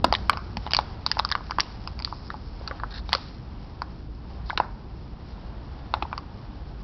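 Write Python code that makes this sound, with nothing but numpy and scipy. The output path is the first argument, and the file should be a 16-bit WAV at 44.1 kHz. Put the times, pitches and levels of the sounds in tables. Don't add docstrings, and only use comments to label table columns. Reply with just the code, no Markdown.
import sys
import numpy as np
from scipy import signal
from scipy.fft import rfft, irfft
from scipy.io import wavfile
from scipy.ndimage import uniform_filter1d

SR = 44100
rng = np.random.default_rng(int(sys.argv[2]) if len(sys.argv) > 2 else 0)


def store_wav(level_fs):
    pcm = np.round(np.clip(np.atleast_2d(level_fs), -1, 1) * 32767)
    wavfile.write(sys.argv[1], SR, pcm.T.astype(np.int16))


def boost(x):
    u = np.asarray(x, float) / 20
    return 10 ** u


N = 301203


def colour(table):
    hz, db = np.transpose(table)
    bins = np.maximum(np.fft.rfftfreq(N, 1 / SR), 1)
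    gain = boost(np.interp(np.log(bins), np.log(hz), db))
    x = irfft(rfft(rng.standard_normal(N)) * gain, N)
    return x / x.std()


def band(x, low_hz, high_hz):
    return signal.sosfilt(signal.butter(2, [low_hz, high_hz], "band", fs=SR, output="sos"), x)


def walk(rate_hz):
    hold = int(SR / rate_hz)
    levels = np.repeat(rng.standard_normal(N // hold + 1), hold)
    return 1.9 * uniform_filter1d(uniform_filter1d(levels, hold), hold)[:N]


def curve(table):
    s, value = np.transpose(table)
    return np.interp(np.arange(N) / SR, s, value)


def ring(t, wave, peak_s):
    u = t / peak_s
    return (u * np.exp(1 - u)) ** 1.15 * wave


def ticks(spread_db, share):
    size = boost(spread_db * np.minimum(rng.exponential(size=N), 4))
    return rng.standard_normal(N) * size * (rng.random(N) < share)


# time in seconds, level in dB.
TYRE_LEVEL = [(0.0, -52.5), (0.75, -46), (1.2, -53), (1.4, -51), (3.5, -50), (4.2, -52.5), (4.6, -48),
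              (5.1, -51.5), (5.75, -48), (6.3, -49.5), (6.83, -50.5)]
# frequency in Hz, density in dB.
RUMBLE_SPECTRUM = [(12, -34), (20, -14), (54, -3), (145, -13.5), (208, -16), (258, -20.5), (300, -20),
                   (377, -24), (500, -29.5), (650, -39), (1100, -120)]
# frequency in Hz, density in dB.
ROAR_SPECTRUM = [(300, -22), (550, -3.5), (800, 1.5), (1100, -3), (1600, -10), (2200, -16), (3500, -16.5),
                 (5500, -21.5), (7000, -12.5)]


def traffic():
    rumble_db = -37.5 + 6.5 * np.exp(-np.arange(N) / SR / 0.46)
    engine_hz = 58.1 * (1 + 0.071 * walk(9))
    note = np.sin(2 * np.pi * np.cumsum(engine_hz) / SR)
    rumble = colour(RUMBLE_SPECTRUM) * boost(-1.0) + boost(-4 + 0.79 * walk(8.7)) * note
    roar = colour(ROAR_SPECTRUM) * boost(curve(TYRE_LEVEL) + 2 + 1.2 * walk(5))
    return rumble * boost(rumble_db) + roar


# time in seconds, level in dB.
RUSTLE_LEVEL = [(0.0, -62), (0.21, -54), (0.93, -56.5), (1.15, -56.5), (1.5, -54), (1.81, -55), (2.02, -61),
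                (2.4, -58), (3.01, -63), (3.12, -48.5), (3.44, -61.5), (5.14, -62.5), (6.22, -62),
                (6.83, -62.5)]


def wrap():
    tick = ticks(3.3, .15)
    resonance = 0.8 * band(tick, 3750, 5790) + 0.2 * band(tick, 4100, 4500)
    film = resonance + band(tick, 1300, 6000)
    return film / film.std() * boost(curve(RUSTLE_LEVEL) + 1.5 * walk(35))


# start in seconds, level in dB, note in Hz.
GRIP_JOLTS = [(0.042, -18, 269), (.052, -27, 332), (0.066, -28, 275), (0.076, -32, 210), (0.101, -30, 278),
              (.57, -30, 204), (1.586, -30, 334), (2.71, -28, 547), (3.15, -23.5, 540), (4.577, -31.5, 424),
              (6.026, -29, 326)]


def jolts():
    out, t = np.zeros(N + 4096), np.arange(4096) / SR
    for s, db, hz in GRIP_JOLTS:
        start = int(s * SR)
        out[start:start + len(t)] += boost(db) * ring(t, np.sin(2 * np.pi * hz * t), 0.95 / hz)
    return out[:N]


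# start in seconds, panel level in dB,
# panel note in Hz, tearing level in dB, crease level in dB.
FOLD_FLIPS = [(0.0435, -5.5, 735, -10, -12.5), (0.1382, -20, 1040, -28, -15.5),
              (0.1395, -19.5, 1010, -20, -29), (0.1502, -21.5, 1820, -8.5, -18),
              (0.3303, -28, 1195, -24.5, -34), (.3339, -23, 803, -26.5, -29.5),
              (.665, -20, 890, -32, -32.5), (.674, -28.5, 814, -28, -50), (0.718, -33, 870, -26, -20),
              (0.7886, -6.5, 917, -21, -20), (1.1958, -9, 946, -21, -14.5), (1.302, -35.5, 1760, -43, -30),
              (1.3224, -16.5, 1635, -40, -16), (2.3029, -21.5, 1280, -41, -31.5),
              (2.6798, -32, 1220, -34, -27.5), (2.799, -28.5, 1160, -47, -41),
              (3.0916, -28, 850, -30.5, -29), (3.123, -28, 1190, -35, -38), (4.4984, -16.5, 1007, -37, -27),
              (4.5752, -14, 1340, -11.5, -15), (5.9393, -10.5, 940, -15, -19.5),
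              (6.024, -17, 914, -22, -32), (6.0259, -21.5, 893, -20, -35), (6.1289, -19, 990, -32, -43)]
# start in seconds, panel level in dB,
# crease level in dB.
CAP_TICKS = [(0.0463, -8.5, -15.5), (0.3722, -22, -27), (0.7086, -28.5, -22.5), (1.1836, -24.5, -33),
             (1.2897, -35, -28.5), (1.4675, -49.5, -46), (1.8745, -26, -23), (1.991, -38, -28),
             (2.0005, -31.5, -31.5), (2.0228, -38.5, -28), (3.8193, -17.5, -28.5)]
# start in seconds, panel level in dB, panel note in Hz.
PANEL_POPS = [(.0796, -28, 507), (1.1028, -30, 910), (1.1699, -16.5, 930), (1.204, -34, 1010),
              (1.4069, -28.5, 990), (1.4974, -29.5, 1020), (1.5195, -25, 1246), (2.0081, -33, 920),
              (2.0754, -31, 1090), (2.1256, -21.5, 946), (2.3418, -26.5, 860), (2.612, -30.5, 584),
              (2.711, -23.5, 1445), (2.8028, -41, 1210), (2.8351, -18, 1020), (2.992, -40, 1090),
              (4.5044, -18, 1555)]
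# start in seconds, panel level in dB,
# panel note in Hz, tearing level in dB, crease level in dB.
CREASE_CRACKS = [(0.1255, -6.5, 827, -13, -15), (0.2962, -4.5, 1154, -7, -13),
                 (0.5698, -18, 910, -19.5, -19), (0.7344, -22.5, 760, -10, -9),
                 (0.7473, -18.5, 1080, -12, -11), (0.7667, -24.5, 1014, -23, -6.5),
                 (1.0638, -17.5, 990, -19, -10), (1.1151, -26, 980, -14, -10),
                 (1.1913, -21.5, 1020, -14.5, -16.5), (1.249, -15.5, 1160, -37, -15.5),
                 (1.3153, -17.5, 1140, -19.5, -13), (1.3523, -12, 1140, -18.5, -23),
                 (1.509, -18.5, 984, -23, -21.5), (1.585, -8.5, 1054, -24.5, -28),
                 (1.5983, -17, 1120, -12.5, -31), (1.6045, -22, 1690, -14, -6.5),
                 (2.0477, -31.5, 1270, -24, -14), (2.6759, -28, 1330, -26.5, -16.5),
                 (3.1299, -14.5, 850, -4.5, -7), (3.1367, -15.5, 990, -20.5, -20),
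                 (3.15, -16, 1222, -16.5, -11.5), (4.578, -17, 1060, -32, -17.5),
                 (4.6008, -2.8, 950, -26, -30), (6.1783, -22.5, 1050, -26.5, -24.5)]


def snap_rows():
    crack_hz, fold_hz, tick_hz = 4698, 3875, 4860
    cracks = [row + (crack_hz,) for row in CREASE_CRACKS]
    folds = [row + (fold_hz,) for row in FOLD_FLIPS]
    cap = [(s, db, 1020, crease_db - 2.5, crease_db, tick_hz) for s, db, crease_db in CAP_TICKS]
    pops = [(s, db, hz, db - 27, db - 25.5, crack_hz) for s, db, hz in PANEL_POPS]
    return cracks + folds + cap + pops


def bottle():
    out, t = np.zeros(N + 4096), np.arange(1024) / SR
    for s, panel_db, panel_hz, tearing_db, crease_db, crease_hz in snap_rows():
        chance = rng.random(7)
        tearing = rng.standard_normal(len(t))
        crack = ring(t, band(tearing, 1800, 3700), .0008)
        sizzle = ring(t, band(tearing, 3500, 6500), .0008)

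        crease_hz *= 1 + 0.058 * (2 * chance[6] - 1)
        panel_beside_hz = panel_hz * (1.18 + .3 * chance[0])
        crease_beside_hz = crease_hz * (.85 + .36 * chance[1])
        notes_hz = np.array([panel_hz, panel_beside_hz, crease_hz, crease_beside_hz])
        waves = np.sin(2 * np.pi * (notes_hz[:, None] * t) + 2 * np.pi * chance[2:6, None])

        panel = ring(t, waves[0], 0.00094) + boost(-6.5) * ring(t, waves[1], 0.0008)
        crease = ring(t, waves[2], .00048) + boost(-7) * ring(t, waves[3], .0005)
        crease += boost(-1) * sizzle
        snap = boost(panel_db) * panel + boost(crease_db) * crease
        snap += boost(tearing_db) * crack / np.abs(crack).max()
        start = int((s - .0002) * SR)
        out[start:start + len(t)] += snap
    return out[:N]


# delay in seconds, level in dB, top frequency in Hz.
FLAT_ECHOES = [
    (.0060, -14.5, 6040),
    (0.0094, -18, 2460),
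    (.0235, -44, 2500),
    (0.033, -30.5, 2470),
]
# low edge in Hz, high edge in Hz, decay by 60 dB in seconds,
# level in dB.
YARD_TAIL = [
    (500, 2000, 0.82, -26.5),
    (1760, 14000, 0.42, -30),
    (3620, 4900, 0.19, -42),
]


def yard(x):
    t, out = np.arange(SR) / SR, np.zeros(N)
    for delay_s, db, top_hz in FLAT_ECHOES:
        lag = int(delay_s * SR)
        out[lag:] += boost(db) * band(x, 340, top_hz)[:-lag]
    reply = np.zeros(SR)
    for low_hz, high_hz, t60_s, db in YARD_TAIL:
        fade = boost(-60 * t / t60_s) * np.clip(t / 0.011, 0, 1)
        reply += boost(db - 26.5) * band(rng.standard_normal(SR), low_hz, high_hz) * fade
    return out + signal.fftconvolve(x, reply)[:N]


# low edge in Hz, high edge in Hz, decay by 60 dB in seconds, level in dB.
RELAXING_WALL = [
    (480, 1510, 0.33, -30.5),
    (2040, 6200, 0.3, -30.5),
]


def settling(snaps):
    out, tick = np.zeros(N), ticks(4.0, .12)
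    for low_hz, high_hz, t60_s, db in RELAXING_WALL:
        fade = boost(-120 / (t60_s * SR))
        power = band(snaps, low_hz, high_hz) ** 2
        stress = np.sqrt(signal.lfilter([1 / 60], [1, -fade], power))
        swarm = band(tick, low_hz, high_hz)
        out[200:] += boost(db) * stress[:-200] * swarm[200:] / swarm.std()
    return out


# start in seconds, end in seconds, level in dB, pitch in Hz.
LABEL_RUBS = [
    (0.141, 0.176, -41, 4200),
    (2.05, 2.297, -53, 4440),
    (2.302, 2.657, -61, 4500),
    (2.903, 2.927, -45, 3700),
    (2.933, 3.009, -45.5, 3720),
    (2.9, 3.003, -45, 1520),
    (3.138, 3.156, -36, 4200),
    (3.15, 3.297, -52, 3920),
    (4.453, 4.553, -51.5, 4100),
]


def fingers():
    out, t = np.zeros(N), np.arange(N) / SR
    grain = rng.standard_normal(N) * boost(2.5 * walk(400))
    for start, end, db, hz in LABEL_RUBS:
        press = np.clip(np.minimum(t - start, end - t) / .012, 0, 1)
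        scrape = band(grain, hz * .9, hz * 1.22) + boost(-10) * band(grain, 700, 5800)
        out += boost(db + 8) * press * scrape
    return out


# start in seconds, panel level in dB, panel note in Hz.
SOFT_DENTS = [(0.39, -37, 1100), (0.35, -32.5, 1160), (4.5299, -26, 825), (4.634, -35, 1500),
              (4.6486, -34, 950), (5.967, -27.5, 850), (6.0515, -26.5, 920), (6.114, -40.5, 1200),
              (6.1365, -31, 1100), (6.1278, -36, 2360), (2.348, -34, 800), (2.713, -29, 1150),
              (2.84, -28.5, 1300), (6.186, -32.5, 1100), (3.183, -35, 900)]


def dents():
    out, t = np.zeros(N + 2048), np.arange(2048) / SR
    for s, db, hz in SOFT_DENTS:
        start = int(s * SR)
        out[start:start + len(t)] += boost(db) * ring(t, np.sin(2 * np.pi * hz * t), 0.0018)
    return out[:N]


def scene():
    snaps = jolts() + bottle() + dents()
    return (traffic() + wrap() + snaps + yard(snaps) + settling(snaps) + fingers())[None]


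def band_limit(x):
    return signal.sosfilt(signal.butter(12, 15740, fs=SR, output="sos"), x)


def record(dry):
    top_hz, clip_level = 5713, .72
    low_pass = signal.cheby2(12, 70, top_hz * 1.1845, fs=SR, output="sos")
    narrow = signal.sosfilt(low_pass, dry)
    return band_limit(np.clip(narrow, -clip_level, clip_level))


dry = scene()
out = record(dry)
store_wav(out)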